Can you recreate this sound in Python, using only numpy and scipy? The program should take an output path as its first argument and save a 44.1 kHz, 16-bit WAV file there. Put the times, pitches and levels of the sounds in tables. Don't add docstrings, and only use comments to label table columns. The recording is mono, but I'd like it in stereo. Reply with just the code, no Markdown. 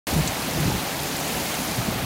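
import sys
import numpy as np
from scipy import signal
from scipy.fft import rfft, irfft
from scipy.io import wavfile
from scipy.ndimage import uniform_filter1d

SR = 44100
rng = np.random.default_rng(int(sys.argv[2]) if len(sys.argv) > 2 else 0)


def materialize(psi):
    bounded = np.clip(np.atleast_2d(psi).T, -1, 1)
    quanta = np.round(bounded * 32767).astype(np.int16)
    wavfile.write(sys.argv[1], SR, quanta)


def voltage_ratio(decibels):
    exponent = np.asarray(decibels, float) / 20
    return 10 ** exponent


N = 90449

# time_s, level_db
DOWNPOUR = [(0, 3), (.15, 0.5), (.4, 0), (.65, .5), (.9, -.5), (1.15, -0.5), (1.35, .5), (1.6, 0),
            (1.85, -.5), (2.05, 0)]
# pitch_hz, density_db (per Hz)
DRUM_COLOUR = [(35, -11.5), (100, -1.5), (250, 1), (430, -7.5), (620, -3.5), (760, -1), (1050, -9),
               (2200, -28.5)]
# pitch_hz, likeness (0-1)
DRUM_LIKENESS = [(60, 0.3), (200, 1), (400, 0.89), (750, 0.32), (1300, 0.055)]
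# pitch_hz, density_db (per Hz)
HISS_LEFT = [(500, -12.5), (1200, 0.5), (2500, -2.5), (4500, -4.5), (6500, -8.5), (9300, -7), (11500, -8),
             (15700, -11)]
# pitch_hz, density_db (per Hz)
HISS_RIGHT = [(500, -6), (1200, 0), (3700, -1), (4800, -2), (7300, -3.5), (8500, -7.5), (11500, -9),
              (15700, -11.5)]
# time_s, treble_db
FACING = [
    (0, 0),
    (.3, -3),
    (.6, -3.5),
    (.9, -3),
    (1.2, -1.5),
    (1.5, -0.5),
    (1.8, -1),
    (1.9, -4),
    (2.05, -11),
]
# pitch_hz, width (natural-log units), left_db, right_db
CAVITIES = [(9300, .05, -1.5, 0.5), (9970, 0.031, -1, 5.5), (13800, 0.091, 3.5, 1.5),
            (2540, 0.017, 3.5, -0.5)]
# centre_s, length_s, level_db (rms), pitch_hz
GUSTS_LEFT = [(.131, 0.016, -20.5, 226), (.138, 0.018, -21, 90), (.165, 0.017, -15.5, 164),
              (.192, 0.024, -13.5, 153), (.208, 0.011, -20, 202), (.256, 0.035, -24.5, 148),
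              (.547, 0.034, -28.5, 140), (.568, 0.026, -22, 150), (.587, 0.014, -23, 323),
              (.606, 0.023, -17.5, 146), (.638, 0.027, -19, 156), (.662, 0.032, -19.5, 117),
              (.68, 0.011, -16, 197), (.695, 0.034, -20, 132), (.722, 0.045, -24, 113),
              (.752, 0.011, -19, 190), (.763, 0.019, -26, 91), (1.025, 0.035, -24.5, 146.6),
              (1.70, 0.024, -25.5, 228), (1.785, 0.016, -18.5, 117), (1.801, .018, -21, 130),
              (1.887, 0.019, -20, 237), (1.961, 0.0088, -21, 184), (1.971, 0.021, -25, 110),
              (2.033, 0.021, -21.5, 131)]
# centre_s, length_s, level_db (rms), pitch_hz
GUSTS_RIGHT = [
    (.30, 0.018, -28, 110),
    (.675, 0.023, -28, 108),
    (.718, 0.02, -23.5, 214),
    (1.885, 0.0083, -17.5, 178),
    (1.927, .025, -25, 96),
    (2.04, 0.036, -30, 99),
]
# time_s, left_db, right_db, pitch_hz
NEAR_DROPS = [(.1456, -21, -30, 12650), (.2705, -28, -20, 4000), (.2745, -28, -19, 3600),
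              (.2764, -21, -11, 6960), (.2797, -27, -20, 4170), (.282, -28, -21, 6000),
              (.4236, -24, -36, 12650), (.533, -24, -28, 8250), (.6027, -27, -22, 9800),
              (.6091, -28, -22, 13800), (.6843, -24, -32, 10660), (.7066, -24, -21, 5400),
              (.8667, -27, -23, 13800), (1.0035, -26, -22, 7500), (1.0331, -20, -20, 12650),
              (1.1627, -27, -22, 13800), (1.1657, -29, -21, 8250), (1.1688, -30, -21, 6960),
              (1.264, -33, -26, 15000), (1.279, -32, -21, 7600), (1.3509, -36, -23, 10660),
              (1.3618, -33, -25, 15000), (1.3721, -36, -22, 9800), (1.4226, -30, -23, 13800),
              (1.5213, -32, -22, 7600), (1.5965, -30, -23, 10660), (1.6318, -34, -23, 11600),
              (1.72, -36, -23, 10660), (1.7325, -36, -22, 9800)]


def evened(x):
    return x / np.sqrt(np.mean(x ** 2, -1, keepdims=True) + 1e-20)


def read(points, hz):
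    f, value = np.transpose(points)
    return np.interp(np.log(hz + 1), np.log(f + 1), value)


def bell(hz, centre_hz, width):
    return np.exp(-0.5 * (np.log((hz + 1) / centre_hz) / width) ** 2)


def band(x, centre_hz, width):
    f = np.fft.rfftfreq(len(x), 1 / SR)
    return irfft(rfft(x) * bell(f, centre_hz, width), len(x))


def add(mix, centre_s, sound):
    at = round(centre_s * SR) - sound.shape[-1] // 2
    part = mix[..., at:at + sound.shape[-1]]
    part += sound[..., :part.shape[-1]]


def noise_pair(likeness, size, patchy_db, flicker_db, lead_s=0):
    frames, hz = 4 * N // size + 5, np.fft.rfftfreq(size, 1 / SR)
    a, b, c, d, p, q = rng.standard_normal((frames, len(hz), 6)).T
    patches = []
    for v in (p, q):
        over_pitch = uniform_filter1d(v, size=8, axis=0)
        patches.append(evened(uniform_filter1d(over_pitch, size=14, axis=1)))
    flicker = evened(uniform_filter1d(p, size=len(hz) // 2, axis=0))
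    same = likeness(hz)[:, None]
    shared, own = a + 1j * b, c + 1j * d
    left = shared * np.exp(2j * np.pi * hz * lead_s)[:, None]
    right = same * shared + np.sqrt(1 - same ** 2) * own
    gain = voltage_ratio(patchy_db * np.array(patches) + flicker_db * flicker)
    return np.array([left, right]) * gain, hz


def drumming():
    z, hz = noise_pair(lambda f: read(DRUM_LIKENESS, f), size=1024, patchy_db=1.57, flicker_db=-1.07)
    z = z * voltage_ratio(read(DRUM_COLOUR, hz))[:, None]
    return voltage_ratio(-29) * evened(signal.istft(z, nperseg=1024, noverlap=768)[1][:, :N])


def drops():
    drops_per_s, spread_db, ring_cycles, pitches = 2500, 2, 4, 24
    out = np.zeros((2, N))
    for hz in np.geomspace(900, 16000, num=pitches):
        t = np.arange(int(3 * ring_cycles / hz * SR) + 8) / SR
        envelope = (1 - np.exp(-t * hz * 1.5)) * np.exp(-t * hz * 2.17 / ring_cycles)
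        splash = envelope * np.sin(2 * np.pi * hz * t * (1 + 0.057 * hz * t))
        lands = rng.random((2, N)) < drops_per_s / pitches / SR
        size = voltage_ratio(spread_db * np.minimum(rng.exponential(1, (2, N)), 5)) * lands
        splash = np.sqrt(hz) * evened(splash) / np.sqrt(len(t))
        out += signal.oaconvolve(size, splash[None], axes=1)[:, :N]
    return evened(out)


def hiss():
    z, hz = noise_pair(lambda f: np.full(len(f), 0.18), size=256, patchy_db=1.5, flicker_db=0.76,
                       lead_s=0.000457)
    wash = evened(signal.istft(z, nperseg=256, noverlap=192)[1][:, :N])
    drop_share = 0.24
    flat = np.sqrt(1 - drop_share) * wash + np.sqrt(drop_share) * drops()
    hz, t, z = signal.stft(flat, SR, nperseg=512)
    reach = np.clip(np.log((hz + 1) / 2860) / np.log(9000 / 2860), 0, 1)
    z[1] *= voltage_ratio(np.outer(reach, np.interp(t, *np.transpose(FACING))))
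    z *= voltage_ratio(np.array([read(HISS_LEFT, hz), read(HISS_RIGHT, hz)]))[:, :, None]
    for peak_hz, width, left_db, right_db in CAVITIES:
        z *= voltage_ratio(np.outer([left_db, right_db], bell(hz, peak_hz, width)))[:, :, None]
    level_db = np.array([[-28.5], [-25.5]])
    return voltage_ratio(level_db) * evened(signal.istft(z, SR, nperseg=512)[1][:, :N])


def wind(gusts):
    swing_share = 0.62
    out, t = np.zeros(N), np.arange(-4096, 4096) / SR
    for centre_s, length_s, level_db, hz in gusts:
        a, b, c = rng.standard_normal((len(t), 3)).T
        swing = np.sqrt(2) * np.sin(2 * np.pi * hz * t + 3 * a[0])
        turbulence = evened(band(a, hz, 0.47))
        body = swing_share * swing + (1 - swing_share) * turbulence
        thud, flap = band(b, 59, 0.32), band(c, 310, 0.26)
        # sound, stretch of the length, level_db
        for v, stretch, part_db in ((body, 1, 0), (thud, 2.06, -9.5), (flap, 0.7, -10)):
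            shape = np.exp(-0.5 * (1.85 * t / (length_s * stretch)) ** 2)
            even = np.sqrt(np.sum(shape ** 2) / np.sum((shape * v) ** 2))
            add(out, centre_s, voltage_ratio(level_db + part_db) * shape * v * even)
    return out


def near_drops():
    ring_s, spray_s, snap_db, spray_db, rise = 0.00014, 0.008, 3, -15, 0.03
    out, t = np.zeros((2, N)), np.arange(-1024, 1024) / SR
    for time_s, left_db, right_db, hz in NEAR_DROPS:
        u = np.maximum(t / ring_s + 1, 0)
        rising = 1 + rise * np.clip(t / ring_s, -1, 3)
        snap = u * np.exp(1 - u) * np.sin(2 * np.pi * hz * t * rising)
        spray = np.array([evened(band(v, hz, 0.2)) for v in rng.standard_normal((2, len(t)))])
        spray = voltage_ratio(spray_db) * spray * np.exp(-abs(t) / spray_s) * (t > 0)
        add(out, time_s, voltage_ratio(snap_db + np.array([[left_db], [right_db]])) * (snap + spray))
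    return out


def scene():
    swell_db = np.interp(np.arange(N) / SR, *np.transpose(DOWNPOUR))
    rain = voltage_ratio(1.85 * swell_db) * drumming() + voltage_ratio(swell_db) * hiss()
    buffets = np.array([wind(GUSTS_LEFT), wind(GUSTS_RIGHT)])
    return rain + buffets + near_drops()


def band_limit(x):
    return signal.sosfilt(signal.butter(12, 15760, fs=SR, output="sos"), x)


def record(dry):
    start_s, opening_s = 0.0692, 0.00033
    bass_cut = signal.butter(2, 45, "highpass", fs=SR, output="sos")
    cut = signal.sosfilt(bass_cut, dry)
    opened = cut * np.clip((np.arange(N) / SR - start_s) / opening_s, 0, 1)
    treble_edge = signal.firwin(701, 15910, window=("kaiser", 9), fs=SR)
    mix = signal.oaconvolve(opened, treble_edge[None], "same", axes=1)
    return band_limit(mix)


dry = scene()
out = record(dry)
materialize(out)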